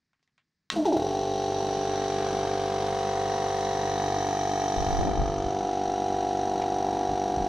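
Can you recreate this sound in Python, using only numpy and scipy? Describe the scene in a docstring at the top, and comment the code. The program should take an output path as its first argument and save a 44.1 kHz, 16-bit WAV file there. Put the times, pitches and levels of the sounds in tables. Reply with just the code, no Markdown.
"""A hand fumbles faintly at a knob, a switch snaps, and a twin-cylinder air compressor starts in a garage.
Its first slow strokes sing as falling tones; then intake pulses settle near 48 a second under ticking reed
valves (filtered impulses and gated noise) and motor hum (wavering sines) with a noise rattle of the frame.
A hand-held camera walks around it, so colour changes; the stereo image opens from mono and later narrows again.
The flywheel's draught, gusts of low noise, buffets the microphone ports over a quiet room tone."""
import sys
import numpy as np
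from scipy import signal
from scipy.fft import rfft, irfft, next_fast_len
from scipy.io import wavfile
from scipy.ndimage import uniform_filter1d, map_coordinates

SR = 44100
rng = np.random.default_rng(int(sys.argv[2]) if len(sys.argv) > 2 else 0)


def put_to_file(sound):
    """Save the sound as 16-bit audio at rate SR, in the file named by the first command-line argument."""
    columns = np.atleast_2d(sound).T  # one column per channel
    safe = np.clip(columns, -1, 1)
    whole_steps = np.round(safe * 32767)
    wavfile.write(sys.argv[1], SR, whole_steps.astype(np.int16))


N = 329868  # length in samples

# Crank: steady rate, number of the first stroke, strokes lost to belt slip, time constant of the slip
STROKE_HZ, FIRST_STROKE, SLIP_STROKES, SETTLE_S = 48.478, 44, .16, .45
SWITCH_ON_S, UP_TO_SPEED_S = .705, 1.34
# First strokes while the crank gathers speed: [time_s]
RUN_UP_S = [.6, .7723, .862, .9317, .9722, .9986, 1.025, 1.0481]

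# Intake thump as heard from each standpoint: [multiple of stroke rate, relative_level_db]
BY_MOTOR = [(1, -12), (2, -5.5), (3, -6), (4, -18), (5, -16), (6, -2), (7, -13.5), (8, 6), (9, 3.5),
            (10, -4.5), (11, -4.5), (12, -12.5), (13, -12), (14, 4), (15, -4), (16, 5.5), (17, -0.5),
            (18, -10.5), (19, -19), (20, -29.5), (21, -43), (22, -11), (23, -17.5), (24, -21.5),
            (25, -50.5), (26, -27)]
BESIDE = [(1, -7), (2, -1), (3, -2), (4, -10), (5, -18), (6, -18), (7, -14), (8, 8), (9, 5.5), (10, 4),
          (11, 2.5), (12, -12), (13, -16), (14, 9.5), (15, 7), (16, 10.5), (17, -41.5), (18, -1.5),
          (19, -14.5), (20, -1), (21, -8.5), (22, -70.5), (23, -6.5), (24, -16.5), (25, -21), (26, -10)]
ABOVE = [(1, -12), (2, -6), (3, -6), (4, -17), (5, -25.5), (6, -2), (7, -4.5), (8, -0.5), (9, -2.5),
         (10, -5), (11, -20.5), (12, -19.5), (13, -81.5), (14, 5), (15, 5.5), (16, 4), (17, 0), (18, -17.5),
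         (19, -7.5), (20, -12), (21, -26.5), (22, -12), (23, -55), (24, -20), (25, -14.5), (26, -13)]
BEHIND = [(1, -12.5), (2, -9.5), (3, -13), (4, -14.5), (5, -10.5), (6, -4.5), (7, -1), (8, 2), (9, -14),
          (10, -2), (11, -57.5), (12, -11), (13, -62.5), (14, 2), (15, 7.5), (16, 2.5), (17, -0.5),
          (18, -30), (19, -31.5), (20, -10), (21, -47.5), (22, -25), (23, -20.5), (24, -46), (25, -63),
          (26, -70)]
# Pulse shape at each standpoint: [abruptness 0-1, lateness_strokes, directness 0-1]
ONSET = [(0.76, 0.0096, 0.87), (0.88, 0.0052, 0.74), (0.6, 0.019, 0.92), (0.33, 0.057, 0.89)]
# Path of the camera: [time_s, standpoint number]
WALK = [(2.0, 0), (3.1, 1), (3.6, 1), (4.4, 2), (5.0, 2), (5.7, 3), (7.48, 3)]
# Thump level before the later level changes, extra at the start, and time constant of that extra
THUMP_DB, SURGE_DB, SURGE_S = -28.5, 3.5, 0.1

# Slow first strokes, the cylinder's air column sinking in pitch:
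# [start_s, length_s, from_hz, toward_hz, level_db, overtone_db, valve_puff_db]
GULPS = [(0.735, 0.05, 230, 205, -32.5, -11.5, -28), (0.76, 0.097, 344.5, 283, -25, -3.5, -16),
         (.853, 0.087, 448, 238.6, -23, -1.5, 5.5), (0.922, 0.054, 453, 264, -22.5, -3, -10)]

# Broad sound of the pump head: [pitch_hz, relative_level_db]
HEAD = [(590, -37), (1000, -3.5), (1270, -5), (1410, -4), (2360, -15), (3960, -14), (5280, -18),
        (5920, -17.5), (7120, -29.5), (9370, -34.5), (10300, -44.5), (14200, -46.5), (15500, -58)]
# Ringing plates of the pump head: [pitch_hz, width_hz, relative_level_db]
PLATES = [(1890, 100, -8), (3097, 88, -11), (3908, 390, -7.5), (5838, 460, -4.5), (6580, 80, -13)]
# Valve ticks in one turn of the crank: [place_strokes, knock_db, plate_db, reed_db]
TICKS = [(.02, -4, -5, -6), (.3, -8, -8, -8), (.55, -9, -8, -9), (.85, -3, -9, -13), (.97, -6, 0, 2),
         (1.05, -8, -7, -1), (1.32, -9, -8, -8), (1.58, -10, -8, -9), (1.83, 0, -9, -10),
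         (1.94, -1, -2, -4)]
# Lower edges of the five pump head registers (knock, plate, reed, hiss, top): [pitch_hz]
EDGES_HZ = [1150, 2550, 5000, 7250, 11000]
# Level of each register: [running_db, change_while_slow_db, switch_on_rush_db, slow_stroke_puff_db]
REGISTERS = [(-50.5, 0, -28, -63), (-44.5, -3, -25, -49), (-50, -6, -53, -54), (-58.5, 1.5, -36, -63),
             (-72.5, 3, -68, -83)]
# Bouncing after each tick, by register: [strength relative to the tick]
BOUNCE = [1.2, 1.0, .45, .6, .6]
# Broad head sound within the ticks, by register: [level_db]
TICK_HEAD_DB = [-4, -7.5, -13, -2, -6]
RUSH_T60_S, PUFF_T60_S = 0.16, 0.38

# Motor windings: [pitch_hz, relative_level_db]
HUM = [(100, -61.5), (199.4, -50.5), (300, -51), (414, -58)]
# Rattle of tank and frame: [pitch_hz, relative_level_db]
RATTLE = [(15, -21.5), (30, -14.5), (150, -8), (200, -5.5), (300, -2), (420, -6), (580, -7.5), (730, -2.5),
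          (900, -2.5), (1300, -26), (1800, -53.5)]

# Ringing of the switch: [pitch_hz, relative_level_db, t60_s]
SWITCH = [(1090, -17.5, 0.39), (1281, -19.5, 0.26), (1910, -10.5, 0.09), (2700, -13.5, 0.18),
          (3700, -5.5, 0.067), (4300, -28.5, 0.08), (5200, -32, 1)]
# Small hard contacts (the knob, the switch, and a separate late tap):
# [start_s, level_db, pitch_hz, relative_rattle_db]
TOUCHES = [(0.132, -67, 1460, -11), (0.194, -80, 1890, -5), (0.228, -63, 4660, -13),
           (0.276, -67, 1970, -14), (0.379, -60.5, 2310, -7.5), (0.7014, -13.5, 4030, -28),
           (6.616, -36, 1060, -6)]
# Colour of the switch housing: [pitch_hz, gain_db]
HOUSING = [(200, -9), (1000, 4.5), (2200, 5), (5000, -2.5), (8000, -4.5), (11000, -29), (15000, -37)]

# Level changes (camera lifted clear of the hand; carried over the pump head; treble dulls abruptly, then
# returns): [start_s, end_s, then change_db of thump, knock, plate, reed, hiss, top]
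LEVEL_CHANGES = [(1.4, 2.147, -0.4, 8, 1, 0.3, 2.5, -0.3), (2.6, 4.494, 0.46, -4, -2.5, 5, -1, 3.5),
                 (4.985, 5.134, -1.16, -1.2, -3.5, -6.5, -5, -20), (5.404, 6.1, 1.45, 0, 1, -0.4, 3, 13)]
# Stereo width, scaled separately for shifted copy, echo and gusts: [time_s, relative_width_db]
WIDTH = [(.7, -36), (1.05, -10), (1.6, -2), (2.3, -1), (3.3, -0.3), (5.05, .1), (5.35, -5), (5.9, -24.5),
         (6.3, -58)]
# Difference between the two channels by pitch: [pitch_hz, relative_side_db]
SIDES = [(60, -51), (130, -46), (290, -31.5), (640, -26.5), (1410, -21.5), (3100, -19), (6820, -13),
         (15000, -6)]
# Side levels at 0 dB width; how many dB shifted copy and gusts change for each dB of width
SHIFTED_DB, ECHO_DB, SHIFTED_GROWS, GUST_GROWS = 11.5, 9.5, 5.7, 1.2

# Gusts on the ports: [start_s, hold_s, level_db, relative_flap_db]
GUSTS = [(4.762, .06, -36.5, -10), (4.864, 0.093, -35, -15), (4.981, 0.16, -34.5, -3),
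         (5.17, 0.063, -32, -14), (5.243, 0.067, -39.5, -14), (5.364, 0.031, -39.5, -16),
         (5.452, 0.014, -33, -18), (5.87, 0.012, -49, -14), (6.057, 0.053, -49, -12),
         (7.082, 0.038, -37, -8), (7.363, 0.059, -37.5, -2), (7.433, .03, -52, 2)]
# Slow eddies of a gust: [pitch_hz, relative_level_db]
SLOW_EDDIES = [(15, -9), (40, 9), (90, 1), (200, -8.5), (400, -23), (1200, -69)]
# Faster eddies of a gust: [pitch_hz, relative_level_db]
FAST_EDDIES = [(60, -39), (150, 8), (600, 1), (900, -5), (2000, -62)]
GUST_RISE_S, GUST_FALL_S = .012, .035

# Room tone: [pitch_hz, relative_level_db]
QUIET = [(15, -14), (25, -3.5), (178, 9), (583, -12.5), (1380, -11), (1760, -4), (3010, -16.5),
         (4880, -8.5), (15500, -42)]
TOP_HZ = 15690  # band limit of the camera


def thump():
    """One pressure pulse per intake stroke, the two cylinders slightly unlike, heard from a moving standpoint."""
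    strokes = np.arange(48, 363)
    chance = rng.standard_normal((len(strokes), 2))
    place, = curves(WALK)
    heard = []
    for orders, (abrupt, late, direct) in zip([BY_MOTOR, BESIDE, ABOVE, BEHIND], ONSET):
        places = strokes - .17 + late + .001 * chance[:, 0]
        sizes = amp(.5 * (-1) ** strokes + 0.044 * chance[:, 1])
        points = [(5, -60)] + [(n * STROKE_HZ, db) for n, db in orders] + [(1600, -70)]
        colour = filtered(pulses(places, sizes), lambda hz: amp(along(points, hz)), causal=abrupt)
        heard.append(unit(rebound(colour, direct, delay=.0085)))
    heard = np.array(heard)
    share = np.clip(1 - abs(place - np.arange(len(heard))[:, None]), 0, 1)
    # Walking between standpoints keeps the loudness
    power = np.sum(share * (heard @ heard.T / N @ share), axis=0)
    steady = np.arange(N) > .955 * SR
    return np.sum(share * heard, axis=0) / np.sqrt(power) * steady


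def gulps():
    """While the crank is slow, each stroke sings and falls in pitch as the cylinder opens."""
    out = np.zeros(N)
    for start_s, length_s, from_hz, toward_hz, db, over_db, _ in GULPS:
        u = np.arange(round(0.93 * length_s * SR)) / (length_s * SR)
        pitch_hz = toward_hz + (from_hz - toward_hz) * np.exp(-2.2 * u)
        phase = 2 * np.pi * np.cumsum(pitch_hz) / SR
        shape = (1 - np.exp(-u / 0.02)) * np.exp(-u ** 4)
        # The reed flaps against its stop 33 times a second
        flutter = amp(3 * np.sin(2 * np.pi * 33 * u * length_s))
        overtone = amp(over_db) * flutter * np.exp(-.6 * u) * np.sin(2.08 * phase)
        out[round(start_s * SR):][:len(u)] += amp(db) * shape * (np.sin(phase) + overtone)
    return out * amp(0.86 * wobble(89.6))  # an unsteady, rasping song


def valves(gate):
    """Reed ticks and escaping air ring the pump head's plates; each register has its own path to the camera."""
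    place, *sizes_db = np.transpose(TICKS)
    strokes = (np.arange(44, 362, 2)[:, None] + place).ravel()  # two strokes to a turn
    standpoint, = curves(WALK)
    # The bounces sound otherwise as the camera moves
    path = 1.2 * standpoint + .5 * np.arange(N) / SR
    edges = EDGES_HZ + [SR]
    # Part of each register's power that is ticks; the rest is air
    shares = [.7, .55, .4 + .15 * np.minimum(standpoint, 2), .08, .04]
    out = 0
    for k, gain in enumerate(register_gains()):
        def band(hz):
            above = 1 + (edges[k] / (hz + 1)) ** 12
            below = 1 + (hz / edges[k + 1]) ** 12
            return 1 / np.sqrt(above * below)

        chance = rng.standard_normal((len(strokes), 2))
        sizes = amp(np.resize(sizes_db[min(k, 2)], len(strokes)) + chance[:, 1])
        ticks = unit(pulses(strokes + .0008 * chance[:, 0], sizes))
        # Each reed chatters on its seat
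        bounces = np.cos(path) * echo(ticks, t60=.04) + np.sin(path) * echo(ticks, t60=.04)
        ticks = unit(ticks + BOUNCE[k] * bounces)
        air = unit(gate * rng.standard_normal(N))
        # Blows favour the plates, air the broad head sound
        ticks = unit(filtered(ticks, lambda hz: band(hz) * head_ring(hz, TICK_HEAD_DB[k]), causal=0.75))
        air = unit(filtered(air, lambda hz: band(hz) * head_ring(hz, 7.5)))
        out = out + gain * (np.sqrt(shares[k]) * ticks + np.sqrt(1 - shares[k]) * air)
    return out


def head_ring(hz, head_db):
    """Response of the pump head: its broad sound and the resonances of its plates add in power."""
    broad = amp(along(HEAD, hz) + head_db) ** 2
    plates = sum(amp(db) ** 2 / (1 + (2 * (hz - plate_hz) / width_hz) ** 2) ** 2
                 for plate_hz, width_hz, db in PLATES)
    return np.sqrt(broad + plates)


def register_gains():
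    """Each register changes as the crank gains speed, and hisses at switch-on and with every slow stroke."""
    t = np.arange(N) / SR

    def dying(start_s, t60):
        return (t > start_s) * amp(-60 * np.maximum(t - start_s, 0) / t60)

    puffs = sum(amp(row[-1]) * dying(row[0], PUFF_T60_S) for row in GULPS)
    slow = 1 - ramp(RUN_UP_S[1], UP_TO_SPEED_S)
    gains = []
    for (db, slow_db, rush_db, puff_db), change_db in zip(REGISTERS, changed_db()[1:]):
        running = amp(db + slow_db * slow + change_db)
        rush = amp(rush_db) * dying(SWITCH_ON_S, RUSH_T60_S)
        gains.append(np.sqrt(running ** 2 + rush ** 2 + (amp(puff_db) * puffs) ** 2))
    return gains


def motor(gate):
    """Mains hum, wavering in level and phase, over the noise rattle of tank and frame."""
    t = np.arange(N) / SR
    hum = 0
    for hz, db in HUM:
        level = amp(db + 4.5 + 1.4 * wobble(8.5))
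        hum = hum + level * np.sin(2 * np.pi * hz * t + 0.68 * wobble(7.4))
    rattle = unit(filtered(gate * rng.standard_normal(N), lambda hz: amp(along(RATTLE, hz))))
    return hum + amp(-41.0 + 2.3 * wobble(6.1)) * rattle


def contacts():
    """A gloved hand works the knob until the switch snaps; a separate tap comes late. Each is a ringing click."""
    out, t = np.zeros(N), np.arange(SR // 4) / SR
    for start_s, db, hz, rattle_db in TOUCHES:
        ring = sum(amp(level + rng.normal(0, 0.7) - 60 * t / t60) * np.sin(2 * np.pi * f * t)
                   for f, level, t60 in SWITCH)
        tick = amp(-60 * t / 0.0098) * np.sin(2 * np.pi * hz * t)
        crack = 1.27 * amp(-60 * t / 0.0085) * rng.standard_normal(len(t))
        # A loose buzz around 1.1 times the tick's pitch
        slow_noise = unit(uniform_filter1d(rng.standard_normal(len(t)), size=14))
        shake = slow_noise * np.sin(2.2 * np.pi * hz * t)
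        rattle = amp(rattle_db + 3 - 60 * t / .14) * shake
        attack = 1 - np.exp(-t / 0.00019)
        contact = tick + crack + rattle + amp(-14.5) * ring
        out[round(start_s * SR):][:len(t)] += amp(db) * attack * contact
    return filtered(out, lambda hz: amp(along(HOUSING, hz)), causal=1)


def draught():
    """Air from the flywheel vanes tumbles over the ports in gusts, partly shared, partly each port's own."""
    t = np.arange(N) / SR
    width_db, = curves(WIDTH)
    slow, fast = (unit(filtered(rng.standard_normal((3, N)), lambda hz: amp(along(colour, hz))))
                  for colour in (SLOW_EDDIES, FAST_EDDIES))
    air = 0
    for start_s, hold_s, db, flap_db in GUSTS:
        fall = np.exp(-np.maximum(t - start_s - hold_s, 0) / GUST_FALL_S)
        shape = ramp(start_s, start_s + GUST_RISE_S) * fall
        air = air + amp(db) * shape * (slow + amp(flap_db) * fast)
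    own = 1.5 * amp(GUST_GROWS * width_db) * air[1:]
    return amp(1.5 * wobble(40)) * (air[0] + own)


def room_tone():
    """The quiet of the place: steady noise, the same in both channels."""
    return amp(-83.5) * unit(filtered(rng.standard_normal(N), lambda hz: amp(along(QUIET, hz))))


def widen(x):
    """Two channels: a quarter-cycle-shifted copy and diffuse echo set the stereo width, which varies over time."""
    width_db, = curves(WIDTH)
    shifted_db, echo_db = SHIFTED_DB + SHIFTED_GROWS * width_db, ECHO_DB + width_db
    turn = np.pi * (0.55 * np.arange(N) / SR + 0.1 * wobble(1.2))
    wet = np.cos(turn) * echo(x, t60=0.11) + np.sin(turn) * echo(x, t60=0.34)
    shifted = filtered(x, lambda hz: -1j * amp(along(SIDES, hz)) / (1 + (hz / 4000) ** 2))
    wet = filtered(wet, lambda hz: amp(along(SIDES, hz)) / (1 + (1500 / (hz + 1)) ** 2))
    side = amp(shifted_db) * shifted + amp(echo_db) * wet
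    return np.array([x + side, x - side])


def changed_db():
    """Level changes of the thump and of each register, each ramped in and then kept."""
    return sum(np.outer(change, ramp(from_s, to_s)) for from_s, to_s, *change in LEVEL_CHANGES)


def crank():
    """Times and strokes done: the slow first strokes, then a steady rate less a little belt slip."""
    u = np.arange(1, 700) / 100
    done = len(RUN_UP_S) - 1 + STROKE_HZ * u - SLIP_STROKES * (1 - np.exp(-u / SETTLE_S))
    times = np.r_[RUN_UP_S, RUN_UP_S[-1] + u]
    return times, FIRST_STROKE + np.r_[np.arange(len(RUN_UP_S)), done]


def pulses(strokes, sizes):
    """Impulses at the given crank positions, placed between samples by a windowed sinc."""
    s, count = crank()
    at = np.interp(strokes, count, s) * SR
    k = np.floor(at)[:, None] + np.arange(-7, 9)
    away = k - at[:, None]
    shape = np.sinc(away) * np.cos(np.pi * away / 16) ** 2
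    return np.bincount(k.astype(int).ravel(), (shape * sizes[:, None]).ravel(), N + SR)[:N]


def echo(x, t60):
    """x smeared as by walls and shelves: convolved with dying noise, at its own strength."""
    t = np.arange(SR // 4) / SR
    wet = signal.fftconvolve(x, rng.standard_normal(len(t)) * amp(-60 * t / t60))[:N]
    return wet * np.std(x) / np.std(wet)


def rebound(x, direct, delay):
    """Part of each pulse comes back from a hard surface: an all-pass, so only its spread in time changes."""
    def all_pass(hz):
        late = np.exp(-2j * np.pi * hz * delay)
        return (direct + late) / (1 + direct * late)

    return filtered(x, all_pass)


def filtered(x, gain, causal=0):
    """x coloured by a gain of frequency; causal 1 is minimum phase, 0 adds no phase of its own."""
    m = 2 * next_fast_len(N // 2 + SR)
    g = gain(np.fft.rfftfreq(m, 1 / SR))
    if causal:
        # Folding the cepstrum gives the minimum phase
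        cep = irfft(np.log(g + 1e-6), m)
        cep[1:m // 2] *= 2
        cep[m // 2 + 1:] = 0
        g = g * np.exp(1j * causal * rfft(cep).imag)
    return irfft(rfft(x, m) * g, m)[..., :N]


def wobble(rate):
    """A smooth random curve, rate knots a second."""
    return map_coordinates(rng.standard_normal(int(N * rate / SR) + 4), [np.arange(N) * rate / SR])


def ramp(from_s, to_s):
    """0 before, 1 after, straight between."""
    return np.clip((np.arange(N) / SR - from_s) / (to_s - from_s), 0, 1)


def curves(rows):
    """One value per sample for each column after the time."""
    s, *cols = np.transpose(rows)
    return [np.interp(np.arange(N) / SR, s, c) for c in cols]


def along(points, hz):
    """(pitch_hz, value) points read on a log pitch axis."""
    f, v = np.transpose(points)
    return np.interp(np.log(hz + 1), np.log(f + 1), v)


def amp(db):
    """Decibels to amplitude."""
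    return 10 ** (np.asarray(db) / 20)


def unit(x):
    """x scaled to an RMS of 1."""
    return x / np.sqrt(np.mean(x ** 2) + 1e-20)


def scene():
    """Compressor and contacts are widened to two channels; draught and room tone are added."""
    t = np.arange(N) / SR
    surge_db = SURGE_DB * np.exp(-np.maximum(t - RUN_UP_S[4], 0) / SURGE_S)
    thump_db = THUMP_DB + surge_db + changed_db()[0]
    # Noise jumps up once a stroke, then falls 6 dB until the next
    gate = amp(-6 * ((np.interp(t, *crank()) - .9) % 1))
    running = ramp(SWITCH_ON_S, SWITCH_ON_S + 0.022)
    start = gulps()
    machine = amp(thump_db) * thump()
    machine = machine + start + amp(-3.5) * echo(start, t60=0.32)
    machine = machine + running * (valves(gate) + motor(gate))
    return widen(machine + contacts()) + draught() + room_tone()


def record(dry):
    """The camera keeps nothing above its band limit."""
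    return filtered(dry, lambda hz: hz < TOP_HZ)


dry = scene()
out = record(dry)
put_to_file(out)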